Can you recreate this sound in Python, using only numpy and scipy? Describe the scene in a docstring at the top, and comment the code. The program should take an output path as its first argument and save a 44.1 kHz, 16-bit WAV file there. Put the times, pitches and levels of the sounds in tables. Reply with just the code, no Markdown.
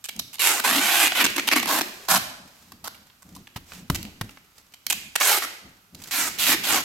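"""Rasping strips of duct tape are pulled off the roll and wound round a horse's hoof, close by in a stable.
The glue lets go by stick-slip: each slip plucks the taut strip, shakes the hollow roll and snaps a spray
of glue threads. Between pulls the tape crinkles, a palm pats it down on the hoof, fingers rub and
sleeves rustle. The stable reverberates over a faint hush from the yard."""
import sys
import numpy as np
from scipy import signal
from scipy.fft import rfft, irfft
from scipy.io import wavfile

SR = 44100
rng = np.random.default_rng(int(sys.argv[2]) if len(sys.argv) > 2 else 0)


def digitize_waveform(pressure):
    """Quantize a signal to 16-bit integers and store it at the path in sys.argv[1].

    Rows of a 2-D input are taken as channels; values are limited to [-1, 1].
    """
    field = np.atleast_2d(pressure).T
    bounded = np.clip(field, -1, 1)
    quanta = np.round(bounded * 32767).astype(np.int16)
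    wavfile.write(sys.argv[1], SR, quanta)


N = 301644


def amp(db):
    return 10 ** (np.asarray(db) / 20)


def read(points, hz):
    """Interpolation of a curve along a logarithmic frequency axis."""
    freqs, values = np.transpose(points)
    return np.interp(np.log(hz + 1), np.log(freqs + 1), values)


def unit_rms(x):
    return x / np.sqrt(np.mean(x ** 2) + 1e-20)


def add(mix, start_s, sound):
    """Superposition: a sound joins the mix at start_s."""
    part = mix[:, max(round(start_s * SR), 0):][:, :sound.shape[1]]
    part += sound[:, :part.shape[1]]


def colour(x, spectrum, size=2048):
    """Minimum-phase filtering shapes the spectrum while clicks keep their sharp front."""
    log_gain = np.log(amp(read(spectrum, abs(np.fft.fftfreq(size, 1 / SR)))))
    taps = np.fft.ifft(np.exp(np.conj(signal.hilbert(log_gain)))).real[:size // 2]
    return signal.fftconvolve(x, taps[None], axes=1)[:, :x.shape[1]]


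def noise(length, spectrum):
    """Filtered white noise in two rows: mid and side, like all sources here."""
    return colour(rng.standard_normal((2, length)), spectrum)


def wander(length, per_s):
    """Random modulation: straight lines between Gaussian values, per_s of them a second."""
    at = np.arange(length) * per_s / SR
    count = int(at[-1]) + 2
    return np.interp(at, np.arange(count), rng.standard_normal(count))


def resonate(x, hz, width_hz):
    """A damped resonator whose natural frequency follows the curve hz."""
    phasor = np.exp(2j * np.pi * np.cumsum(hz) / SR)
    pole = np.exp(-np.pi * width_hz / SR)
    return 2 * (phasor * signal.lfilter([1 - pole], [1, -pole], x / phasor + 1e-18)).real


def comb(x, lag_s, strength, count=1):
    """Interference with ever fainter repeats at a moving delay makes a sliding comb filter."""
    index = np.arange(x.shape[1])
    delayed = lambda lag: np.array([np.interp(index - lag * SR, index, row, left=0) for row in x])
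    return x + sum(strength ** k * delayed(k * lag_s) for k in range(1, count + 1))


def spray(kicks, decay_s, smooth, grain_db=2.5):
    """Exponential decay: each kick leaves a cloud of tiny snaps; the share smooth of the power is steady."""
    pole = np.exp(-1 / (decay_s * SR))
    power = signal.lfilter([1 - pole], [1, -pole], kicks ** 2)
    grains = rng.standard_normal((2, len(kicks))) * amp(grain_db * rng.standard_normal(len(kicks)))
    return unit_rms(grains) * np.sqrt((1 - smooth) * power + smooth * np.mean(kicks ** 2))


# spectrum of the yard's hush: frequency_hz, gain_db
YARD_SPECTRUM = [(18, -34), (30, -3), (95, -0.5), (449, -18), (1350, -5.5), (1810, -14.5), (2410, -11),
                 (9710, -21.5), (12600, -12), (16000, -27)]
def yard_hush(level_db=-62):
    """Stationary noise: the faint steady hush of the yard."""
    return amp(level_db) * unit_rms(noise(N, YARD_SPECTRUM))


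# reverberation time of the stable: frequency_hz, t60_s
STABLE_DECAY = [(100, 0.32), (500, 0.91), (2000, 0.68), (5000, 0.69), (9000, 0.59), (16000, 0.38)]
# colour of its echoes: frequency_hz, gain_db
STABLE_SPECTRUM = [(80, 3), (250, -0.5), (500, -1.5), (1000, -5), (2200, 4), (5000, 1), (8000, -4),
                   (12000, -2), (16000, 1)]
def stable_response(echoes_per_s=5000, gap_s=.003, build_up_s=0.00067):
    """A diffuse field: dense echoes of random sign build up, then are absorbed band by band."""
    taps = rng.choice([-1., 1.], (2, SR)) * (rng.random((2, SR)) < echoes_per_s / SR)
    hz, t, bands = signal.stft(taps, SR, nperseg=256)
    decay = amp(-60 * t / read(STABLE_DECAY, hz)[:, None])
    tail = signal.istft(bands * decay, SR, nperseg=256)[1]
    tail *= 1 - np.exp(-np.maximum(np.arange(tail.shape[1]) / SR - gap_s, 0) / build_up_s)
    return colour(tail / np.linalg.norm(tail[0]), STABLE_SPECTRUM)


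def stable_reverb(x, gain_db=-9.0, paths=3):
    """Directivity: successive snaps radiate in different directions and so find different echo paths."""
    angle = np.pi * 130 * np.arange(N) / SR
    room = np.zeros((2, N))
    for k in range(paths):
        share = np.cos(angle + np.pi * k / paths) * np.sqrt(2 / paths)
        room += signal.oaconvolve((x[0] * share)[None], stable_response(), axes=1)[:, :N]
    return amp(gain_db) * room


def swells(rows, rest_db):
    """Incoherent addition: half-sine movements sum in power over hands that are never quite still."""
    t = np.arange(N) / SR
    power = sum((amp(db) * np.sin(np.pi * np.clip((t - start_s) / length_s, 0, 1))) ** 2
                for start_s, length_s, db in rows)
    return np.sqrt(power + amp(rest_db) ** 2)


# swings of the arm: start_s, length_s, peak_db
ARM_SWINGS = [(0.1, 0.21, -49), (2.15, 0.37, -52), (2.5, 0.58, -54.5), (3.23, 0.22, -48),
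              (3.7, 0.18, -48.5), (3.91, 0.24, -43), (4.15, 0.2, -47), (4.85, 0.3, -48), (5.6, 0.18, -50.5),
              (5.92, 0.14, -46), (6.2, 1, -46.5)]
# spectrum of moving cloth: frequency_hz, gain_db
SLEEVE_SPECTRUM = [(20, -39), (45, -20.5), (75, 4.5), (115, -11.5), (180, 2.5), (280, -5.5), (420, -20.5),
                   (800, -19.5), (2500, -62)]
def sleeves(lumps_db=4.5):
    """Amplitude-modulated noise: sleeves rumble in lumps when an arm swings."""
    rumble = noise(N, SLEEVE_SPECTRUM) * amp(lumps_db * wander(N, 35))
    return unit_rms(rumble) * swells(ARM_SWINGS, rest_db=-70)


# hands smoothing the tape down: start_s, length_s, peak_db
FINGER_STROKES = [(0.4, 1.9, -41), (2.4, 0.4, -55.5), (3.2, 0.3, -61.5), (3.65, 0.19, -45.5),
                  (4.2, 0.22, -58.5), (4.54, 0.085, -55), (4.87, 0.21, -51), (5.93, 0.38, -47.5),
                  (6.1, 0.33, -39.5)]
# spectrum of skin sliding on tape: frequency_hz, gain_db
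FINGER_SPECTRUM = [(150, -4), (450, -3), (800, -4), (1800, -2), (3200, -3), (5000, -2), (7500, -2.5),
                   (10000, -10), (12000, -5), (16000, -14)]
def fingers(ticks_per_s=90, tick_gain=0.76, spread_db=5.5):
    """Sliding friction: fingers hiss over the tape with small scattered ticks."""
    kicks = (rng.random(N) < ticks_per_s / SR) * amp(spread_db * np.minimum(rng.exponential(1, N), 3.5))
    hiss = rng.standard_normal((2, N))
    ticks = unit_rms(spray(kicks, decay_s=0.0032, smooth=0))
    rub = unit_rms(colour(hiss + tick_gain * ticks, FINGER_SPECTRUM))
    return rub * swells(FINGER_STROKES, rest_db=-63.5)


# palm on the taped hoof: start_s, slap_db, slap_time_s, thump_db, nominal_pitch_hz
HOOF_PATS = [(3.559, -32.5, 0.011, -25.5, 108), (3.899, -18, 0.004, -10, 146),
             (4.211, -24.5, 0.0049, -22, 120)]
# spectra of the palm's slap and the leg's shudder: frequency_hz, gain_db
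SLAP_SPECTRUM = [(100, -4), (450, -9.5), (1000, -0.5), (2300, -6.5), (4000, -6.5), (7000, -13),
                 (10000, -17.5), (12000, -10), (16000, -25)]
SHUDDER_SPECTRUM = [(20, -9), (45, -12), (90, 10.5), (130, -10), (185, -5), (270, -4.5), (420, -20.5),
                    (900, -33.5)]
def pats(thump_decay_s=0.0043, sag_s=0.0065, shudder_db=-14.0, shudder_decay_s=0.045, give_s=.0013):
    """Damped impact: the palm slaps, the padding gives, the hoof thumps and the leg shudders briefly."""
    out, t = np.zeros((2, N)), np.arange(SR // 3) / SR
    onset = 1 - np.exp(-t / 0.002)
    for start_s, slap_db, slap_time_s, thump_db, nominal_hz in HOOF_PATS:
        age = 2 * t / slap_time_s
        slap = unit_rms(noise(len(t), SLAP_SPECTRUM)) * age * np.exp(1 - age)
        falling_hz = nominal_hz * (0.57 + np.exp(-t / sag_s))
        thump = 2 * np.sin(2 * np.pi * np.cumsum(falling_hz) / SR) * np.exp(-t / thump_decay_s)
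        shudder = unit_rms(noise(len(t), SHUDDER_SPECTRUM)) * np.exp(-t / shudder_decay_s)
        add(out, start_s, amp(slap_db) * slap)
        add(out, start_s + give_s, amp(thump_db) * onset * (thump + amp(shudder_db) * shudder))
    return out


def stick_slip(length, slips_per_s):
    """Relaxation oscillation: the glue lets go in kicks at uneven gaps, larger where the gap is longer."""
    gap, size = rng.standard_normal((length // 20 + 2, 2)).T
    hold = np.exp(.5 * np.clip(gap, -2, 1.6))
    at = ((np.cumsum(hold) - hold[0]) * SR / slips_per_s).astype(int)
    strength = np.sqrt(hold) * amp(2.8 * np.clip(size, -1.5, 1.6))
    strength[0] = max(strength[0], 1.3)  # breaking free takes a firm kick
    kicks = np.zeros(length)
    kicks[at[at < length]] = strength[at < length]
    return kicks


# spectra of the free strip, the snapping glue threads and the hollow roll: frequency_hz, gain_db
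STRIP_SPECTRUM = [(150, -50), (350, -7.5), (520, -6), (780, 3), (1500, 1.5), (1750, -1), (2800, 3),
                  (4000, 2.5), (6000, -0.5), (10000, -35.5)]
GLUE_SPECTRUM = [(1200, -24.5), (2800, -3.5), (4000, 2.5), (5200, 1.5), (7200, 3), (8800, 0.5), (10000, -6),
                 (11600, 4), (12700, -2.5), (14000, -3), (16000, -12.5)]
ROLL_SPECTRUM = [(60, -23.5), (130, 5.5), (200, 4), (380, -2.5), (560, -0.5), (1200, -1)]
def peel(course, slips_per_s, smooth, roll_hz=280, width_ratio=1.0):
    """Forced vibration: slips drive the free strip, the glue's fizz and the hollow roll."""
    # course: time_s, level_db, ring_hz, fizz_db, roll_db; the last two are gains relative to the strip
    times, *columns = np.transpose(course)
    length = max(int((times[-1] - times[0]) * SR), 64)
    ring_out = 1400  # samples
    t = times[0] + np.arange(length + ring_out) / SR
    level_db, ring_hz, fizz_db, roll_db = (np.interp(t, times, column) for column in columns)
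    kicks = stick_slip(length, slips_per_s)
    plucks = kicks * np.array([[1], [0]])  # plucks are all mid, while the snaps scatter

    def snaps(pluck_gain):
        threads = spray(kicks, decay_s=.0007, smooth=np.clip(smooth, 0, 1))
        return np.pad(threads - pluck_gain * plucks, ((0, 0), (0, ring_out)))

    # the drive carries no deep bass below about 170 Hz
    tug = signal.sosfilt(signal.butter(3, 170, "high", fs=SR, output="sos"), snaps(0.87))
    ring = lambda hz, width_hz: resonate(resonate(tug, hz, width_hz), hz, width_hz)
    drift = lambda depth, per_s: np.exp(depth * wander(len(t), per_s))
    strip = colour(ring(ring_hz, width_ratio * ring_hz.mean()) + 0.34 * tug, STRIP_SPECTRUM)
    # standing waves along and across the strip drift with the tension, partly following the ring's glide
    stretch = (ring_hz[0] / ring_hz) ** .6
    along_s = rng.uniform(.0016, .0028) * drift(.04, 14) * stretch
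    across_s = rng.uniform(.0009, .0014) * drift(.07, 14) * stretch
    strip = comb(strip, along_s, .36, count=2)
    strip = comb(strip, across_s, .25)
    fizz = comb(colour(snaps(.18), GLUE_SPECTRUM), along_s, .25)
    # a glancing echo off the moving arm sweeps a notch through the fizz
    fizz = comb(fizz, 8e-5 * drift(.45, 8), .3)
    # the roll's hollow note bends as the grip on it shifts
    roll = colour(ring(roll_hz * drift(.07, 10), width_hz=85), ROLL_SPECTRUM)
    unit = lambda x: x / np.sqrt(np.sum(x ** 2, 1, keepdims=True) / length + 1e-20)
    return amp(level_db) * (unit(strip) + amp(fizz_db) * unit(fizz) + amp(roll_db - 5.5) * unit(roll))


def focused(sound, focus_db):
    """Mid-side balance: raising mid over side by focus_db narrows the stereo image."""
    return sound * amp([[focus_db / 2], [-focus_db / 2]])


# tape creasing under the fingers: start_s, length_s, level_db, ring_hz, fizz_db
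TAPE_CREASES = [(0.163, 0.0038, -54, 2980, 16.5), (2.72, 0.0055, -42, 1200, -0.5),
                (2.946, 0.0087, -47.5, 2480, -5), (3.1, 0.0061, -52, 2780, -22.5),
                (3.222, 0.01, -52, 1310, 3), (3.351, 0.0073, -52.5, 2300, 8.5),
                (3.363, 0.007, -44, 980, -0.5), (3.472, 0.006, -42.5, 2240, -11),
                (3.72, 0.0045, -37, 1420, -21), (3.947, 0.016, -32.5, 2360, 5),
                (4.029, 0.0026, -39.5, 2780, 7.5), (4.051, 0.0029, -36.5, 2570, -5),
                (4.293, 0.005, -42, 2400, -7), (4.373, 0.005, -44, 1710, -19),
                (4.738, 0.0079, -45.5, 2650, 1), (5.948, 0.0051, -47.5, 2800, 8.5),
                (6.019, 0.0073, -47.5, 2690, 6), (6.038, 0.0066, -49, 2600, 12)]
def crinkles(roll_db=-22):
    """Brief stick-slip: glue lets go in a crease and barely stirs the roll."""
    out = np.zeros((2, N))
    for start_s, length_s, level_db, ring_hz, fizz_db in TAPE_CREASES:
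        course = [(s, level_db, ring_hz, fizz_db, roll_db) for s in (start_s, start_s + length_s)]
        add(out, start_s, peel(course, slips_per_s=380, smooth=0.55))
    return out


# jerks on the tape: start_s, length_s, level_db, ring_hz, width_ratio, fizz_db, roll_db, focus_db
SHORT_RIPS = [(0.041, 0.021, -40, 2720, .9, 7, -37, -3), (0.087, 0.011, -32.5, 2630, .9, 1, -19, 0),
              (0.192, 0.011, -28, 4100, 0.5, 2.5, -19, -3), (0.331, 0.028, -44, 2820, 1.1, 5, -30, -1),
              (0.384, 0.0043, -35, 3160, .6, -5, -24, -3), (0.598, 0.0056, -24, 2040, 1.3, 1, -11.5, 2),
              (1.12, 0.0031, -17.5, 2240, 1.5, -11.5, -34, 4),
              (1.241, 0.015, -18, 1990, 1.3, -0.5, -3.5, -3), (1.262, 0.0093, -21, 2460, 1.8, -2, -7, -2),
              (1.362, 0.0063, -24, 2320, 1, 0.5, -1, -2), (1.376, 0.017, -24, 1840, 1, -5, 1.5, -3),
              (1.395, 0.004, -17.5, 2250, 0.77, -7, -9.5, 0), (1.473, 0.0092, -25, 2690, 0.87, 1, -4.5, 1),
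              (1.48, 0.01, -17.5, 2740, 0.59, -7, -13, 0.5),
              (1.513, 0.029, -17.5, 2140, 0.44, -8.5, -8.5, -2),
              (1.557, 0.031, -21.5, 1950, 0.85, -3.5, -0.5, 0), (1.595, 0.0058, -24, 1970, 1, -0.5, -1, 1),
              (1.628, 0.0057, -22, 1580, 1.8, -2.5, -8.5, -2), (1.658, 0.0032, -22, 1600, 1.5, 0, -3, -2),
              (1.809, 0.009, -21, 1890, 2.1, -2.5, -0.5, -3), (2.083, 0.005, -23, 1070, .9, -3.5, -11, -3),
              (2.157, 0.014, -22.5, 4160, 0.89, -12, -9.5, 2.5), (2.841, 0.03, -39, 1060, 1.1, 1, -16, -3),
              (2.875, 0.008, -29, 940, 1.5, -1, -25, -5), (4.866, 0.004, -27, 2040, 0.78, 8.5, -19, -0.5),
              (4.9, 0.013, -23.5, 2580, 0.94, 5, -21, -1.5),
              (4.925, 0.006, -20.5, 2450, 0.93, 3.5, -29, -2),
              (5.155, 0.009, -19.5, 1730, 2.1, 0.5, -25, -1.5),
              (5.209, 0.011, -17.5, 1800, 1.6, -16, -22, 1),
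              (5.422, 0.031, -30.5, 1600, 0.85, -2.5, -14.5, 3.5),
              (6.491, 0.029, -33.5, 1200, 0.55, 3, 3, 3.5), (6.519, 0.031, -25.5, 2030, 0.56, -6, -2, 1)]
def rips(gain_db=1.0, fade_db=3, attack_s=0.0013, attack_db=9.5, settle_s=0.12):
    """Stress release: a few slips catch, then weaken as tension is spent; longer rips peel more smoothly."""
    out, progress = np.zeros((2, N)), np.linspace(0, 1, 20)
    for start_s, length_s, level_db, ring_hz, width_ratio, fizz_db, roll_db, focus_db in SHORT_RIPS:
        t = progress * length_s
        # the first threads give way before the glue breaks free
        envelope_db = level_db + fade_db * (.5 - progress) - attack_db * np.exp(-t / attack_s)
        course = [(s, db, ring_hz, fizz_db, roll_db) for s, db in zip(start_s + t, envelope_db)]
        rasp = peel(course, slips_per_s=420, smooth=length_s / settle_s, width_ratio=width_ratio)
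        add(out, start_s, amp(gain_db) * focused(rasp, focus_db))
    return out


# strokes of the arm: start_s, length_s, peak_db, crest_fraction, drop_db, ring_start_hz, ring_end_hz,
# width_ratio, fizz_db, roll_db, roll_hz, smooth_fraction, focus_db
LONG_PULLS = [(0.394, 0.21, -21.5, 0.43, 13, 2780, 1070, 1.37, 2, -13, 359, 0.67, -1),
              (0.639, 0.16, -22.5, 0.04, 3, 1440, 2330, 1.9, -1.5, -7.5, 263, .6, 1),
              (0.801, 0.28, -21, 0.75, 3, 1810, 2340, 1.25, -1, -18.5, 281, 0.67, 1.2),
              (1.152, 0.08, -18.5, 0.92, 4.5, 2510, 1980, 1.34, -5.5, -14.5, 271, 1, 0.5),
              (1.672, 0.126, -24.5, 0.32, 1.5, 920, 1080, 2.5, 0, -7, 272, 0.48, -0.5),
              (2.087, 0.094, -20.5, 0.19, 4.5, 1190, 1075, 1.22, 1, -10.5, 187, .5, -1.5),
              (5.201, 0.187, -23.5, 0.4, 7, 1890, 1246, 1.4, 4.5, -10.5, 369, 0.6, 1),
              (6.11, 0.18, -28, 0.41, 8.5, 2120, 1600, 0.91, 4.5, -10, 293, 0.95, 0.6),
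              (6.386, 0.16, -24, 0.82, 6, 3150, 1815, 0.95, 3.5, -14.5, 240, 0.65, -0.8),
              (6.636, 0.18, -23, 0.69, 14, 2840, 1057, 2.06, 0.5, -10.5, 286, 0.63, -0.9)]
def pulls(gain_db=1.43, rise_db=6, arch=1.08, attack_s=0.0042, attack_db=4, boom_growth_db=13):
    """Sustained stick-slip: level arches with arm speed; the ring glides as the strip changes length."""
    out = np.zeros((2, N))
    for (start_s, length_s, peak_db, crest, drop_db, start_hz, end_hz,
         width_ratio, fizz_db, roll_db, roll_hz, smooth, focus_db) in LONG_PULLS:
        progress = np.linspace(0, 1, int(length_s * SR))
        t = progress * length_s
        before = np.maximum(1 - progress / crest, 0)
        after = np.maximum((progress - crest) / (1 - crest), 0)
        level_db = peak_db - rise_db * before ** arch - drop_db * after ** arch
        level_db -= attack_db * np.exp(-t / attack_s)
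        level_db += 1.35 * wander(len(t), 88.5)  # the glue holds unevenly along the tape
        ring_hz = start_hz * (end_hz / start_hz) ** progress
        swing = progress - .5  # the roll booms more as the arm comes round
        course = [start_s + t, level_db, ring_hz, fizz_db - 0.5 * swing, roll_db + boom_growth_db * swing]
        rasp = peel(np.transpose(course), slips_per_s=350, smooth=smooth,
                    roll_hz=roll_hz, width_ratio=width_ratio)
        add(out, start_s, amp(gain_db) * focused(rasp, focus_db))
    return out


# likeness of left and right for direct and for reverberant sound: frequency_hz, correlation
DIRECT_COHERENCE = [(200, .99), (550, .98), (1000, .85), (2400, .68), (5000, .3), (8500, .45), (12500, .6)]
DIFFUSE_COHERENCE = [(150, 0.79), (400, 0.87), (1000, 0.015), (2400, -0.12), (5000, -0.014), (8500, 0.93),
                     (12500, 0.8)]
# level difference between the sides: frequency_hz, left_minus_right_db
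STEREO_BALANCE = [(100, -1), (500, 2.5), (1100, 1.5), (2400, -3), (4000, -2), (6200, -1.5), (8200, -8.5),
                  (10000, -3), (12000, -8), (14000, -0.5), (15500, -5)]
def stereo(pair, coherence):
    """Sum and difference of mid and side give left and right, with coherence set by frequency."""
    hz = np.fft.rfftfreq(N, 1 / SR)
    correlation = read(coherence, hz)
    mid, side = rfft(pair) * np.sqrt([(1 + correlation) / 2, (1 - correlation) / 2])
    lean = amp(read(STEREO_BALANCE, hz))
    return irfft(np.array([(mid + side) * lean, mid - side]) * np.sqrt(2 / (1 + lean ** 2)), N)


def scene(hoof_send=.45):
    """Acoustic shadow: the body shields the hoof, so the pats stir the room less than the tape does."""
    open_sound = pulls() + rips() + crinkles() + sleeves() + fingers()
    on_hoof = pats()
    diffuse = stable_reverb(open_sound + hoof_send * on_hoof) + yard_hush()
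    return stereo(open_sound + on_hoof, DIRECT_COHERENCE) + stereo(diffuse, DIFFUSE_COHERENCE)


def record(dry):
    """Soft saturation rounds the sharpest peaks; a low-pass filter limits the band."""
    rounded = dry / (1 + dry ** 6) ** (1 / 6)
    low_pass = signal.firwin(401, 16100, window=("kaiser", 9), fs=SR)
    return signal.oaconvolve(rounded, low_pass[None], "same")


dry = scene()
out = record(dry)
digitize_waveform(out)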